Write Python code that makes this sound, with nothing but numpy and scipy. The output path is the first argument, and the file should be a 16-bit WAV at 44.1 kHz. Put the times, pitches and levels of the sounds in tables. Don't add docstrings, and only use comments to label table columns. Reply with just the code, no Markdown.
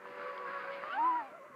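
import sys
import numpy as np
from scipy import signal
from scipy.fft import rfft, irfft, next_fast_len
from scipy.io import wavfile
from scipy.ndimage import uniform_filter1d, map_coordinates

SR = 44100
rng = np.random.default_rng(int(sys.argv[2]) if len(sys.argv) > 2 else 0)


def dump_mix(stems):
    frames = np.atleast_2d(stems).T
    limited = np.clip(frames, -1, 1)
    pcm = np.round(limited * 32767).astype(np.int16)
    wavfile.write(sys.argv[1], SR, pcm)


def linear_from_db(decibels):
    return 10 ** (np.asarray(decibels, float) / 20)


N = 68355
BLADES = 3
HIGH_SKIRT_DB = 9

# time in seconds, level in dB.
WASH_LEVEL = [(0, -65), (.2, -58.5), (.35, -58.5), (.42, -58.5), (.61, -54.5), (.665, -56), (.74, -55.5),
              (.815, -57.5), (.95, -57.5), (1.02, -59.5), (1.15, -61), (1.27, -65), (1.37, -70.5),
              (1.55, -70)]


def unit(x):
    return x / np.sqrt(np.mean(x ** 2) + 1e-20)


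def curves(rows):
    s, *cols = np.transpose(rows)
    t = np.arange(N) / SR
    return [uniform_filter1d(np.interp(t, s, c), size=500) for c in cols]


def gate(rows):
    t, fade_s = np.arange(N) / SR, 0.044
    fade_in = np.clip((t - rows[0][0]) / fade_s + 1, 0, 1)
    fade_out = np.clip((rows[-1][0] - t) / fade_s + 1, 0, 1)
    return fade_in * fade_out


def wobble(rate):
    knots = rng.standard_normal(N // 50)
    return map_coordinates(knots, [np.arange(N) * np.clip(rate, .1, 800) / SR])


def coloured(x, points):
    m = next_fast_len(N + 8192)
    f, db = np.transpose(points)
    gain = linear_from_db(np.interp(np.log(np.fft.rfftfreq(m, 1 / SR) + 1), np.log(f + 1), db))
    return unit(irfft(rfft(x, m) * gain, m)[:N])


def patchy(patchy_db):
    z = signal.stft(rng.standard_normal(N), nperseg=1024)[2]
    field = uniform_filter1d(rng.standard_normal(z.shape), size=5, axis=0)
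    field = uniform_filter1d(field, size=5, axis=1)
    return signal.istft(z * linear_from_db(patchy_db * unit(field)), nperseg=1024)[1][:N]


def turning(hz, hunt=1):
    jitter = 0.00417 * wobble(44.89)
    return 2 * np.pi * np.cumsum(hz * (1 + hunt * jitter)) / SR


def tone(phase, db, flutter_db=4.5, blur_db=0):
    loose = np.clip((-48 - db) / 12 + 1.5, .25, 1)
    skirt = linear_from_db(-17.5 + blur_db) * loose * (wobble(260) + 1j * wobble(260))
    start = np.exp(2j * np.pi * rng.random())
    level = np.sqrt(2) * linear_from_db(db + loose * flutter_db * wobble(30))
    return level * np.real((1 + skirt) * start * np.exp(1j * phase))


def rotor(rows, shaft_db, blur_db=0):
    # shaft order, level in dB at the reference speed, slope in dB per octave of speed.
    shaft_orders = [(4, -72.5, 19), (7, -74, -22), (8, -70.5, -9.5), (12, -77, -31)]
    hz, *levels = curves(rows)
    phase = turning(hz)
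    blades = 0
    for k, db in enumerate(levels):
        flutter_db = 1.5 if k else 1.2
        blades = blades + tone((k + 1) * phase, db, flutter_db, blur_db + HIGH_SKIRT_DB * k * k / 6)
    wash_db, = curves(WASH_LEVEL)
    near_db = shaft_db + wash_db - wash_db.mean()
    shaft = 0
    for order, db, slope in shaft_orders:
        speed_db = slope * np.log2(hz / 560)
        shaft = shaft + tone(order * phase / BLADES, db + near_db + speed_db)
    return gate(rows) * (blades + shaft), phase


def front_rotor():
    # time in seconds, blade rate in Hz, levels of the blade tone, its 2nd and its 3rd in dB.
    cruise = [(0, 577.3, -64, -78, -80), (.07, 574.3, -58, -74, -58.5), (.126, 574.2, -55.5, -62, -73),
              (.19, 579.8, -51, -57, -58), (.22, 578.3, -51.5, -47.5, -56.5),
              (.3, 571.6, -51, -48.5, -64.5), (.345, 565.2, -48.5, -56, -60), (.385, 563, -59, -46, -71),
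              (.43, 569.4, -54.5, -48, -68), (.46, 555.5, -65, -43, -64), (.48, 540, -49.5, -47, -46),
              (.53, 559.9, -53.5, -46.5, -56.5), (.575, 560, -47, -45, -51), (.625, 557, -57.5, -73, -56),
              (.665, 550.2, -50, -53, -58), (.7, 554, -44.5, -48.5, -58), (.76, 557.4, -45.5, -60, -71),
              (.8, 553.8, -51, -59, -68)]
    punch = [(0.829, 570, -51.5, -47, -63), (.86, 598.4, -55, -43, -68), (0.891, 615.2, -55, -50, -50.5),
             (0.912, 677.5, -62, -43, -70), (0.923, 682.2, -59, -48, -72),
             (0.934, 729.4, -55.5, -36.5, -61), (0.949, 768, -42.5, -47, -73),
             (.972, 804.3, -37, -44.5, -62), (0.993, 921, -30.5, -55, -62),
             (1.027, 930.9, -30.5, -58, -67.5), (1.054, 992, -28, -55, -69),
             (1.084, 1017, -28, -61.5, -74.5), (1.129, 969, -32.5, -54, -67),
             (1.173, 972.2, -33.5, -58, -80.5), (1.203, 925.4, -39, -49.5, -74),
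             (1.239, 801.6, -51, -67.5, -66), (1.279, 794.5, -55, -71.5, -64),
             (1.309, 678.6, -67, -62, -75)]
    return rotor(cruise + punch, shaft_db=0)


def unbalance(phase):
    # time in seconds, once-a-turn level in dB, twice-a-turn level in dB.
    shake = [(0, -71, -66), (.05, -71.5, -60), (.12, -74, -67.5), (.19, -68.5, -58), (.28, -73, -69),
             (.4, -71, -57), (.5, -68.5, -59.5), (.62, -68.5, -67), (.75, -68.5, -73.5), (.9, -73, -63.5),
             (.95, -61, -63), (1.0, -52, -56.5), (1.04, -49.5, -63), (1.09, -48.5, -66), (1.15, -52, -60.5),
             (1.2, -57, -60), (1.25, -64.5, -66), (1.3, -72.5, -69)]
    tones = [tone((k + 1) * phase / BLADES, db, flutter_db=1) for k, db in enumerate(curves(shake))]
    return gate(shake) * sum(tones)


def overtones(phase):
    # time in seconds, 4th level in dB, 5th level in dB.
    upper = [(.82, -68, -80), (.87, -76, -74), (.93, -63, -80), (.97, -68, -82), (1.0, -88, -90),
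             (1.06, -79, -84), (1.1, -88, -92), (1.16, -83, -90), (1.2, -84, -90), (1.25, -92, -79),
             (1.29, -94, -83)]
    tones = [tone((k + 4) * phase, db, blur_db=HIGH_SKIRT_DB) for k, db in enumerate(curves(upper))]
    return gate(upper) * sum(tones)


def rear_rotor():
    # time in seconds, blade rate in Hz, levels of the blade tone and its 2nd in dB.
    rear = [(0.0, 488.7, -66.5, -67), (0.07, 495.3, -54, -58), (0.16, 497.2, -52, -60.5),
            (0.2, 489.5, -55, -58), (0.25, 502, -46.5, -56), (0.32, 504.7, -49, -57.5),
            (0.37, 493.3, -66.5, -51), (0.41, 502.4, -48.5, -60), (0.44, 491.7, -53.5, -48),
            (0.48, 495.6, -51, -50.5), (0.53, 505.6, -67, -52.5), (0.59, 495.4, -51.5, -51),
            (0.645, 491.5, -58, -56), (0.7, 493.5, -54, -54), (0.75, 486.8, -64, -55),
            (0.84, 518.8, -52.5, -56), (0.9, 570.7, -57.5, -52.5), (0.95, 659.1, -53, -58.5),
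            (1.0, 642, -56.5, -52.5), (1.035, 772.7, -47.5, -54.5), (1.08, 748.4, -51.5, -61.5),
            (1.13, 794, -47, -61.5), (1.18, 725.3, -58.5, -58.5), (1.22, 680, -54.5, -58.5),
            (1.26, 621, -64.5, -75)]
    return rotor(rear, shaft_db=-13.5)


def far_rotor():
    # time in seconds, tone in Hz, level in dB.
    glide = [(0.88, 1120, -57), (0.92, 1160.9, -55), (0.98, 1088, -53.5), (1.01, 1259, -53.5),
             (1.07, 1270, -51.5), (1.11, 1216, -54), (1.14, 1381, -52), (1.19, 1382, -55.5),
             (1.23, 1290, -59)]
    # middle in seconds, length in
    # seconds, pitch in Hz, level in dB.
    whistles = [(.55, .2, 1370, -60), (.57, .35, 1255, -58), (.64, .05, 1175, -48), (.69, .05, 1560, -51),
                (.735, .05, 2230, -54), (.38, .05, 2250, -57), (1.36, .05, 1390, -58),
                (1.37, .1, 2040, -67), (1.48, .12, 2000, -68), (1.26, .06, 1070, -59),
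                (.955, .025, 1490, -47), (.53, .05, 1490, -52), (.62, .07, 1510, -52),
                (.76, .03, 1600, -53), (.69, .03, 1270, -54), (.815, .03, 1560, -51),
                (1.012, .03, 1250, -53), (1.17, .05, 1400, -52),
                (.805, .04, 2780, -64), (1.21, .05, 1150, -55), (1.24, .04, 660, -60), (.52, .08, 1400, -54),
             (.58, .05, 1370, -52), (.6, .1, 1270, -54), (.7, .04, 1680, -53), (.55, .05, 2050, -58),
             (.69, .04, 2000, -57), (.13, .06, 2050, -62), (.055, .03, 1550, -56), (.23, .04, 1550, -58),
             (.29, .04, 1280, -56)]
    hz, db = curves(glide)
    t = np.arange(N) / SR
    out = gate(glide) * tone(turning(hz), db)
    for s, length, pitch, level in whistles:
        swell = np.exp(-(2 * (t - s) / length) ** 2)
        out = out + swell * tone(turning(pitch, hunt=2), level, flutter_db=2)
    return out


def idle_rotor():
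    # time in seconds, blade rate in Hz, levels of the blade tone and its 2nd in dB.
    idle = [(1.27, 560.6, -61, -57.5), (1.305, 597, -60.5, -65), (1.33, 592.4, -49, -79),
            (1.35, 679, -54.5, -56), (1.366, 685, -61.5, -79), (1.382, 670, -54, -67),
            (1.398, 538.8, -54, -68), (1.424, 543, -61, -60), (1.445, 588.6, -60, -67),
            (1.468, 613.7, -52.5, -67), (1.483, 587.5, -69, -63), (1.51, 573.7, -63, -63),
            (1.525, 538, -70, -63), (1.549, 516, -59, -57)]
    sound, _ = rotor(idle, shaft_db=-5, blur_db=7)
    return linear_from_db(2.5 * wobble(41.26)) * sound


def rasp(phase):
    # time in seconds, level in dB.
    rasp_level = [(0, -74), (.1, -69), (.35, -65.5), (.5, -64.5), (.62, -62), (.67, -70), (.74, -56),
                  (.82, -71.5), (.94, -57), (1.0, -68), (1.12, -72), (1.21, -69), (1.3, -75), (1.4, -80),
                  (1.55, -82)]
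    # frequency in Hz, density in dB per Hz.
    rasp_colour = [(1200, -63), (2000, -6.5), (2800, 3), (3500, -8.5), (4900, -14.5), (5600, -28.5)]
    level_db, = curves(rasp_level)
    noise = patchy(1.6) * (1 + 0.54 * np.cos(phase))
    return linear_from_db(level_db + wobble(21.56)) * coloured(noise, rasp_colour + [(9000, -120)])


def wash(*phases):
    # frequency in Hz, density in dB per Hz.
    wash_colour = [(100, -30.5), (350, -16), (760, -14), (1300, -5.5), (2300, -13), (3200, -30.5),
                   (4900, -32.5), (5600, -52)]
    chop = 1 + 0.25 * sum(np.cos(p) for p in phases)
    level_db, = curves(WASH_LEVEL)
    noise = coloured(patchy(1.6) * chop, wash_colour + [(9000, -120)])
    return linear_from_db(level_db + 8.5 + wobble(14.1)) * noise


def wind():
    # frequency in Hz, density in dB per Hz.
    wind_colour = [(25, -45), (60, -21), (200, -4), (480, -0.5), (760, -7.5), (1150, 3.5), (2200, -35),
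                   (3500, -43.5)]
    noise = coloured(patchy(4.0), wind_colour + [(6000, -120)])
    return linear_from_db(-59.5 + 0.63 * wobble(8.0)) * noise


def ticks():
    # time in seconds, peak level in dB.
    knocks = [
        (.0245, -41),
        (.055, -33),
        (.3782, -41),
        (.684, -33),
        (.8368, -25),
        (1.317, -53),
    ]
    # ring in Hz, time to fall 60 dB in seconds.
    rings = [(1250, .008), (1100, .009), (3200, .005), (1300, .006), (1200, .007), (330, .02)]
    out, t = np.zeros(N + SR), np.arange(SR // 20) / SR
    rise = (1 - np.exp(-t / .0004)) ** 2
    for (s, db), (hz, t60) in zip(knocks, rings):
        ring = np.sin(2 * np.pi * hz * t)
        crack = linear_from_db(-8) * np.sin(2 * np.pi * 1.48 * hz * t)
        out[round(s * SR):][:len(t)] += linear_from_db(db - 60 * t / t60) * rise * 2 * (ring + crack)
    return out[:N]


def preamp_hiss():
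    # frequency in Hz, density in dB per Hz.
    hiss_colour = [(3240, -45.5), (5500, 14), (6490, 15), (9190, 11), (15200, 8)]
    return linear_from_db(-78.5) * coloured(rng.standard_normal(N), hiss_colour)


def scene():
    front, front_phase = front_rotor()
    rear, rear_phase = rear_rotor()
    loud = front + unbalance(front_phase) + overtones(front_phase)
    others = rear + far_rotor() + idle_rotor()
    air = rasp(front_phase) + wash(front_phase, rear_phase) + wind()
    return (loud + others + air + ticks())[None]


def roll_off(x):
    return signal.sosfilt(signal.butter(12, 15300, fs=SR, output="sos"), x)


def record(dry):
    noisy = dry + preamp_hiss()
    bass_cut = signal.butter(2, 70, "high", fs=SR, output="sos")
    mix = signal.sosfilt(bass_cut, noisy)
    return roll_off(mix)


dry = scene()
out = record(dry)
dump_mix(out)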